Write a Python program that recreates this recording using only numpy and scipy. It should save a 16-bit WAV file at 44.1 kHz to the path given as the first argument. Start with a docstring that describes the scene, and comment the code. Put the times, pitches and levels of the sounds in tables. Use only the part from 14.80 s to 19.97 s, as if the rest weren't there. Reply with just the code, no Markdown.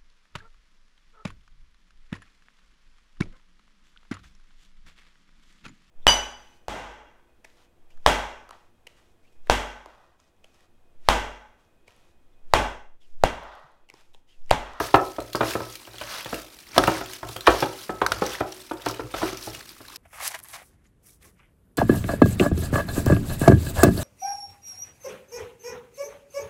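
"""Knocks of a metal roasting tray on a kitchen counter, and oily raw chicken squelching under gloved hands.
The tray rings as a sum of damped modes, and low modes and noise make its bumps and rumble.
The meat is crowds of tiny bursting cavities and noise, with snapping air pockets and flat wet slaps.
A small kitchen answers with a diffuse tail over a faint hush; the hardest knocks overload the recorder."""
import sys
import numpy as np
from scipy import signal
from scipy.fft import rfft, irfft, next_fast_len
from scipy.io import wavfile
from scipy.ndimage import uniform_filter1d, map_coordinates

SR = 44100
rng = np.random.default_rng(int(sys.argv[2]) if len(sys.argv) > 2 else 0)


def int16_out(signal):
    """Quantize to a 16-bit WAV file."""
    q = np.round(np.clip(np.atleast_2d(signal).T, -1, 1) * 32767)
    wavfile.write(sys.argv[1], SR, q.astype(np.int16))


N = 227997  # length in samples

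# The tray hits the counter: start_s [s], level_db [dB, clang before trim],
# edge_db [dB, hard edge sought relative to the clang]
TRAY_KNOCKS = [(0.001, -15.5, -10.5), (0.141, 0, -14.5), (0.383, -19.5, -20), (0.548, -16, -25),
               (0.607, -10.5, -12), (0.63, -18, -8.5), (0.752, -16, -31.5), (0.803, -24.5, -39),
               (1.072, -37.5, 4.5), (1.14, -39.5, -2), (1.211, -27.5, 26), (1.458, -28, -2),
               (1.527, -20.5, -47), (1.962, -19.5, -8), (1.979, -9, -46), (1.989, -12, -28),
               (2.036, -18, -4), (2.077, -8, -14.5), (2.21, -25, -7), (2.43, -25, -35.5),
               (2.49, -31.5, -12), (2.561, -28.5, 0), (2.672, -2, -5.5), (2.681, -7, -14.5),
               (2.824, -11, -11.5), (3.093, -19, -32), (3.215, -10, -9), (3.318, -21.5, 7),
               (3.419, -12, -25), (3.606, -14, -16), (3.911, -19.5, -14), (4.062, -15.5, -10),
               (4.194, -21.5, -33), (4.34, -20.5, -3.5), (4.417, -22.5, -9), (4.428, -14.5, -24),
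               (4.528, -28.5, -30), (4.672, -26.5, -43), (5.003, -39, -20.5)]
# Spectrum of the tray's flexing rumble: frequency_hz [Hz], density_db [dB per Hz, relative]
FLEX_SPECTRUM = [(20, -64.5), (48, -3), (68, 2.5), (85, -4.5), (115, -2.5), (135, -1.5), (160, -8.5),
                 (400, -7.5), (1500, -37)]
# The low thud grows less than the clang does
THUD_DB, THUD_PER_PEAK = -28.5, 0.32
# A soft landing trades edge for hollow body, which also grows less than the clang
HOLLOW_DB, HOLLOW_PER_EDGE, HOLLOW_PER_PEAK = -15, 0.3, 0.2
# A heavier landing presses more meat on the metal and leaves less ring
LINGER_DB, LINGER_PER_PEAK = -21.5, 0.39


def tray(rumble_db):
    """Impact and flexure: the tray rocks under the hands, knocking and rumbling on the counter."""
    out = np.zeros(N)
    for start_s, level_db, edge_db in TRAY_KNOCKS:
        thud_db = THUD_DB - THUD_PER_PEAK * level_db
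        hollow_db = HOLLOW_DB - HOLLOW_PER_EDGE * edge_db - HOLLOW_PER_PEAK * level_db
        linger_db = LINGER_DB - LINGER_PER_PEAK * level_db
        blow = knock(thud_db, hollow_db, edge_db, linger_db)
        add(out, start_s, amp(level_db - 6.0) * blow)
    rumble = amp(rumble_db - 3.0) * noise(FLEX_SPECTRUM)
    return out + rumble


# Modes of the loaded tray: pitch_hz [Hz, nominal], level_db [dB, nominal], t60_s [s, lingering part]
TRAY_MODES = [(52.4, -7, 0.4), (113.6, -6, 0.44), (190, -17, 0.1), (273, -5.5, 0.098), (320.8, 1.5, 0.29),
              (375.5, -2, 0.49), (408, -6, 0.21), (512, -6, 0.47), (579, -3.5, 0.45), (663, -1, 0.14),
              (725, -5.5, 0.27), (796, -6, 0.044), (888, -5, 0.15), (955, -22, 0.089), (1150, -24, 0.44),
              (1294, -2.5, 0.53), (1320, -5.5, 0.38), (1375, -17, 0.34), (1504, -20, 0.081),
              (1802, -15.5, 0.057), (2420, -13, 0.075), (2800, -26, 0.14)]
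# Filter for the contact clack: frequency_hz [Hz], density_db [dB per Hz, relative]
CLACK_SPECTRUM = [(30, -30.5), (110, -15.5), (200, -14), (330, -8.5), (700, -6.5), (1350, -10),
                  (1750, -14.5), (2100, -23), (2600, -26.5), (3700, -26.5), (5200, -43), (16000, -55)]


def knock(thud_db, hollow_db, edge_db, linger_db):
    """Modal impact: a noisy clack excites modes that the meat damps quickly and that linger faintly."""
    t = np.arange(SR // 2) / SR
    ring = np.zeros(len(t))
    for pitch_hz, level_db, t60_s in TRAY_MODES:
        # the shifting load detunes each mode a little and changes its share
        pitch_hz = pitch_hz * rng.normal(1, 0.01)
        level_db = level_db + rng.normal(0, 2.5)
        decay = amp(-60 * t / 0.053) + amp(linger_db - 60 * t / t60_s)
        swell = 1 - np.exp(-t * pitch_hz / 1.24)  # each mode needs about a cycle to build up
        mode = np.sin(2 * np.pi * (pitch_hz * t + rng.random()))
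        ring += amp(level_db) * decay * swell * mode

    # the soft load spreads the contact over a few milliseconds
    landing = 1 - np.exp(-t / 0.0025)
    contact = (amp(-60 * t / 0.034) + amp(-18 - 60 * t / 0.049)) * landing
    clack = unit(colour(rng.standard_normal(len(t)) * contact, CLACK_SPECTRUM))
    blow = kitchen(amp(-2) * unit(ring) + clack, wet_db=-8)

    # where and how softly the tray lands sets the balance of thud, hollow body and edge
    clang = band_level(blow, 200, 1600)
    thud = 20 * np.log10(band_level(blow, 40, 180) / clang)
    hollow = 20 * np.log10(band_level(blow, 200, 450) / clang)
    edge = 20 * np.log10(band_level(blow, 1800, 4000) / clang)
    thud_lift = thud_db + 13.0 - thud
    hollow_lift = np.clip(hollow_db + 3 - hollow, -10, 6)
    edge_lift = np.clip(edge_db - edge, -4, 9)
    balance = [(120, thud_lift), (190, hollow_lift), (380, hollow_lift),
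               (600, 0.028), (1400, 0.014), (2600, edge_lift)]
    blow = colour(blow, balance)
    return blow / band_level(blow, 200, 1600)


# Meat is pressed down and the tray's floor flexes: start_s [s], level_db [dB], pitch_hz [Hz]
FLOOR_BUMPS = [(1.981, -26, 50.7), (2.045, -30, 63.6), (2.485, -42.5, 122), (2.693, -23, 111),
               (3.321, -35, 60), (3.365, -34, 108), (4.235, -35, 121), (4.355, -34, 48.3)]


def bumps():
    """Slow forcing: a gradual push swells one low mode of the loaded tray, without any clack."""
    out = np.zeros(N)
    t = np.arange(SR // 3) / SR
    swell = (t / 0.02) ** 2 * np.exp(2 - 2 * t / 0.018)
    for start_s, level_db, pitch_hz in FLOOR_BUMPS:
        add(out, start_s, amp(level_db) * swell * np.sin(2 * np.pi * pitch_hz * t))
    return out


# Spectrum of the tearing oily films: frequency_hz [Hz], density_db [dB per Hz, relative]
FILM_SPECTRUM = [(500, -19.5), (1500, -8.5), (3000, -3.5), (4200, -2), (5600, -2.5), (6800, -8), (8200, -8),
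                 (9500, -7), (12000, -7.5), (16000, -13)]
# Spectrum of the squish between the pieces: frequency_hz [Hz], density_db [dB per Hz, relative]
FLESH_SPECTRUM = [(100, -8.5), (300, -6), (750, 2.5), (1300, 5), (2100, 0), (3500, -2), (6000, -3),
                  (16000, -53)]


def squelch(crackle_db, squish_db):
    """Cavity bursting: oily films crackle finely, larger cavities squish, and sliding smears both."""
    crackle = bubbles(count=9000, centre_hz=7340, spread=0.557, cycles=3.6, scatter_db=5.0, rise=0.091)
    squish = bubbles(count=5500, centre_hz=2480, spread=0.686, cycles=2.85, scatter_db=5.5, rise=0.11)
    tearing = unit(colour(crackle, FILM_SPECTRUM))
    squishing = unit(colour(squish, FLESH_SPECTRUM))
    # under hard kneading the single pops merge into a dense smear
    smear = np.interp(crackle_db, [-55, -40], [0.45, 0.7])  # share of the power
    films = np.sqrt(1 - smear) * tearing + np.sqrt(smear) * noise(FILM_SPECTRUM)
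    flesh = np.sqrt(1 - smear) * squishing + np.sqrt(smear) * noise(FLESH_SPECTRUM)
    wet = amp(crackle_db + 1.0) * films + amp(squish_db - 1.5) * flesh
    return kitchen(sticking(crackle_db) * wet, wet_db=-12.5)


def bubbles(count, centre_hz, spread, cycles, scatter_db, rise):
    """Bubble resonance: a crackle of rms 1 from tiny cavities, each a damped sine rising as it opens."""
    start = rng.integers(0, N, count)
    hz = np.clip(centre_hz * np.exp(spread * rng.standard_normal(count)), 300, 17000)
    size = amp(scatter_db * np.minimum(rng.exponential(size=count), 4))
    life = cycles * np.exp(0.5 * rng.standard_normal((count, 1)))  # decay constant in cycles
    age = np.arange(SR // 200)  # samples
    turns = hz[:, None] * age / SR
    fade = np.exp(-turns / life)
    tone = np.sin(2 * np.pi * turns * (1 + rise * (1 - fade)))
    envelope = fade * (1 - fade ** 2) * (1 - age / len(age))
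    grains = (size * np.sqrt(hz))[:, None] * tone * envelope
    places = start[:, None] + age
    return unit(np.bincount(places.ravel(), grains.ravel(), N)[:N])


# The wet faces stick and slip, so the squelch comes in short clumps
STICK_DB, STICKS_PER_S = 2.0, 150
# Under a firmer grip than SLIDING_DB the faces slide more smoothly
SLIDING_DB, STICK_PER_DB = -45, 0.1


def sticking(crackle_db):
    """Stick-slip friction: a random gain of rms 1 that flutters most where the crackle is weak."""
    knots = rng.standard_normal(N // 50)
    flutter = map_coordinates(knots, [np.arange(N) * STICKS_PER_S / SR], mode="wrap")
    depth_db = STICK_DB * np.clip(1 + STICK_PER_DB * (SLIDING_DB - crackle_db), 0, 2)
    return unit(amp(depth_db * flutter))


# A hand squeezes or peels the meat: start_s [s, at full grip], rise_s [s], hold_s [s],
# crackle_db [dB before trim], squish_db [dB before trim], rumble_db [dB before trim, of the tray]
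HAND_GRIPS = [(0.0, .05, 0.061, -38.5, -35, -58), (0.24, .08, 0.074, -49.5, -56, -57),
              (0.69, 0.13, 0.019, -35, -34, -45), (0.924, 0.068, 0.012, -45.5, -70, -88),
              (1.327, 0.2, 0.07, -41.5, -34.5, -60), (1.538, 0.17, 0.039, -43, -44.5, -69),
              (1.961, 0.064, 0.21, -40.5, -33, -42.5), (2.314, 0.056, 0.027, -44, -58, -74.5),
              (2.52, 0.1, 0.009, -43, -55, -48), (2.669, 0.032, 0.16, -39.5, -32, -47),
              (2.977, 0.12, 0.06, -43.5, -58, -58), (3.31, .09, 0.026, -47, -42, -40),
              (3.457, 0.19, 0.089, -43, -35, -52), (3.736, 0.1, 0.084, -50, -64, -66),
              (4.076, 0.093, 0.018, -50, -36.5, -47), (4.38, 0.082, 0.11, -40.5, -35, -48),
              (4.64, 0.11, 0.027, -41.5, -54, -66), (4.746, 0.14, 0.023, -46.5, -46, -46),
              (4.888, .04, .02, -61, -59, -71), (5.132, 0.13, .04, -49, -48, -72)]
GRIP_RISE_DB, RELEASE_DB_PER_S = 19, 173  # swell over the rise; fall as the hand lets go
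CLING_DB, CLING_DB_PER_S = -7, 47.5  # the meat clings and goes on peeling apart, fainter and for longer
REST_CRACKLE_DB, REST_SQUISH_DB, REST_RUMBLE_DB = -58, -58.5, -74  # the pile settles between grips


def kneading():
    """Power summation: dB of crackle, squish and rumble as grips swell, hold, let go and cling."""
    t = np.arange(N) / SR
    rest_db = [[REST_CRACKLE_DB], [REST_SQUISH_DB], [REST_RUMBLE_DB]]
    power = amp(rest_db) ** 2 * np.ones(N)
    for start_s, rise_s, hold_s, *levels_db in HAND_GRIPS:
        closing = np.maximum(start_s - t, 0) / rise_s
        since = np.maximum(t - start_s - hold_s, 0)
        release_db = np.maximum(-RELEASE_DB_PER_S * since, CLING_DB - CLING_DB_PER_S * since)
        grip_db = release_db - GRIP_RISE_DB * closing
        power += np.outer(amp(levels_db), amp(grip_db)) ** 2
    return 10 * np.log10(power)


# Wet meat slaps down flat: start_s [s], level_db [dB, dry peak before trim], pitch_hz [Hz, trapped air]
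WET_SLAPS = [(1.9791, 2.5, 665), (2.0376, -11.5, 1460), (2.6684, -9, 1705), (3.2639, -7, 1520),
             (3.319, -10, 1390)]
# Filter for the slap's crack: frequency_hz [Hz], density_db [dB per Hz, relative]
SMACK_SPECTRUM = [(200, -105), (800, -0.5), (1600, 6.5), (2400, -3.5), (3800, 1), (5600, -2), (7000, -11.5),
                  (10000, -8.5), (16000, -24)]


def slaps():
    """Air expulsion: air squeezed from between two wet faces cracks over a wide band and rings briefly."""
    out = np.zeros(N)
    t = np.arange(SR // 4) / SR
    burst = (amp(-60 * t / 0.012) + amp(-22 - 60 * t / 0.05)) * (1 - np.exp(-t / 0.001))
    ring_envelope = amp(-60 * t / 0.013) * (1 - np.exp(-t / 0.00041))
    for start_s, level_db, pitch_hz in WET_SLAPS:
        crack = unit(colour(rng.standard_normal(len(t)) * burst, SMACK_SPECTRUM))
        pocket = unit(np.sin(2 * np.pi * pitch_hz * t) * ring_envelope)
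        slap = crack + amp(3.0) * pocket
        add(out, start_s, amp(level_db + 1.5) * kitchen(slap / np.abs(slap).max(), wet_db=-15))
    return out


# The larger air pockets burst in the meat: start_s [s], level_db [dB, dry peak before trim],
# pitch_hz [Hz, cavity as it starts to open]
POCKET_SNAPS = [(0.1577, -18.5, 2500), (0.4031, -27.5, 3940), (0.5315, -24, 3980), (0.5546, -16.5, 4690),
                (0.5654, -27, 5270), (0.7074, -19, 3240), (0.7357, -19, 2500), (0.9542, -24, 4180),
                (1.07, -42, 4360), (1.1828, -26.5, 3140), (1.2131, -24, 2840), (1.4461, -22.5, 3260),
                (1.543, -18, 2560), (1.788, -32.5, 3850), (2.0734, -11, 2600), (2.2592, -26, 3080),
                (2.3334, -23, 2820), (2.4883, -26, 3540), (2.5637, -22, 3000), (2.6077, -22.5, 3870),
                (2.804, -16.5, 5000), (3.0143, -31.5, 3140), (3.464, -18, 5630), (3.5338, -22, 3270),
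                (4.0193, -32, 3500), (4.0604, -20, 4130), (4.0858, -18, 5350), (4.1104, -23.5, 4770),
                (4.1447, -28.5, 2800), (4.5716, -22, 5420), (4.6622, -29, 5530), (4.7483, -25, 2660),
                (4.8913, -28, 4550), (5.1592, -24.5, 5030)]


def snaps(crackle_db):
    """Cavity resonance: each pocket opens with a tick and a brief rising ring, coloured by its size."""
    out = np.zeros(N)
    t = np.arange(SR // 4) / SR
    burst = amp(-60 * t / 0.02) * (1 - np.exp(-t / 0.0005))
    opening = 1 + 0.11 * (1 - np.exp(-t / 0.0065))
    for start_s, level_db, pitch_hz in list(POCKET_SNAPS) + small_snaps(crackle_db, count=10):
        tick_spectrum = [(pitch_hz / 6, -20), (pitch_hz / 2, -5), (pitch_hz, 0),
                         (pitch_hz * 1.28, -6), (pitch_hz * 4, -11)]
        tick = unit(colour(rng.standard_normal(len(t)) * burst, tick_spectrum))
        cavity = unit(np.sin(2 * np.pi * pitch_hz * t * opening) * amp(-60 * t / 0.02))
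        pop = tick + amp(-3.0) * cavity
        add(out, start_s, amp(level_db - 1.0) * kitchen(pop / np.abs(pop).max(), wet_db=-6.5))
    return out


# Small pockets: level over the crackle before trim, its scatter, typical cavity
SMALL_SNAP_DB, SMALL_SNAP_SCATTER_DB, SMALL_SNAP_HZ = 16.5, 4, 4200


def small_snaps(crackle_db, count):
    """Random bursting: (start_s, level_db, pitch_hz) rows, louder where the meat is worked harder."""
    at = rng.integers(0, N, count)
    strength, cavity = rng.standard_normal((count, 2)).T
    level_db = crackle_db[at] + SMALL_SNAP_DB + SMALL_SNAP_SCATTER_DB * strength
    pitch_hz = SMALL_SNAP_HZ * np.exp(0.21 * cavity)
    return list(zip(at / SR, level_db, pitch_hz))


# Reverberation of the small kitchen: frequency_hz [Hz], t60_s [s]
KITCHEN_DECAY = [(100, 0.27), (500, 0.42), (1500, 0.25), (4000, 0.17), (14000, 0.19)]


def kitchen(x, wet_db):
    """Reverberation: the direct sound plus a diffuse noise tail whose decay time depends on frequency."""
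    hz, t, z = signal.stft(rng.standard_normal(SR // 2), SR, nperseg=256)
    t60_s = along(KITCHEN_DECAY, hz)[:, None]
    decay = amp(-60 * t / t60_s) * (1 - np.exp(-t / 0.0028))
    tail = signal.istft(z * decay, SR)[1]
    tail = tail / np.linalg.norm(tail)
    return x + amp(wet_db) * signal.fftconvolve(x, tail)[:len(x)]


def amp(db):
    """Logarithmic level: decibels to gain."""
    return 10 ** (np.asarray(db) / 20)


def unit(x):
    """Mean-square normalisation: scaled to rms 1."""
    return x / np.sqrt(np.mean(x ** 2) + 1e-20)


def along(points, hz):
    """Logarithmic interpolation: (Hz, value) points read on a log frequency axis."""
    f, v = np.transpose(points)
    return np.interp(np.log(hz + 1), np.log(f + 1), v)


def colour(x, points):
    """Minimum-phase filtering: a causal response through (Hz, dB) points, by folding the cepstrum."""
    m = 2 * next_fast_len(len(x))
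    gain = amp(along(points, np.fft.rfftfreq(m, 1 / SR)))
    cepstrum = irfft(np.log(gain))
    cepstrum[1:m // 2] *= 2
    cepstrum[m // 2 + 1:] = 0
    response = np.exp(rfft(cepstrum))
    return irfft(rfft(x, m) * response)[:len(x)]


def noise(points):
    """Spectral shaping: coloured noise of rms 1."""
    return unit(colour(rng.standard_normal(N), points))


def add(track, start_s, sound):
    """Superposition: mix a sound in at a time."""
    room_left = track[max(round(start_s * SR), 0):][:len(sound)]
    room_left += sound[:len(room_left)]


def band_level(x, lo, hi):
    """Short-time energy: greatest rms of one band over 20 ms."""
    band = signal.butter(2, [lo, hi], "band", fs=SR, output="sos")
    y = signal.sosfilt(band, x)
    return np.sqrt(np.abs(uniform_filter1d(y ** 2, size=882)).max())


# Spectrum of the room's hush: frequency_hz [Hz], density_db [dB per Hz, relative]
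HUSH_SPECTRUM = [(25, 23), (110, 2), (200, 7), (330, 13), (500, 0.5), (1300, -6), (2500, 4.5), (5400, -22),
                 (7000, -4.5), (15500, -5), (16000, -14)]


def scene():
    """Superposition: tray, meat and the steady hush of the room."""
    crackle_db, squish_db, rumble_db = kneading()
    metal = tray(rumble_db) + bumps()
    meat = squelch(crackle_db, squish_db) + slaps() + snaps(crackle_db)
    hush = amp(-53.5) * noise(HUSH_SPECTRUM)
    return (metal + meat + hush)[None]


TOP_HZ = 16000  # the recorder's band limit


def record(dry):
    """Band limiting and saturation: deep bass is thinned, high peaks flattened, the top cut steeply."""
    bass_cut = signal.butter(3, 38, "high", fs=SR, output="sos")
    thinned = signal.sosfilt(bass_cut, dry)
    clipped = thinned / (1 + np.abs(thinned) ** 8) ** (1 / 8)
    top_cut = signal.ellip(10, 0.1, 90, TOP_HZ, fs=SR, output="sos")
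    return signal.sosfilt(top_cut, clipped)


dry = scene()
out = record(dry)
int16_out(out)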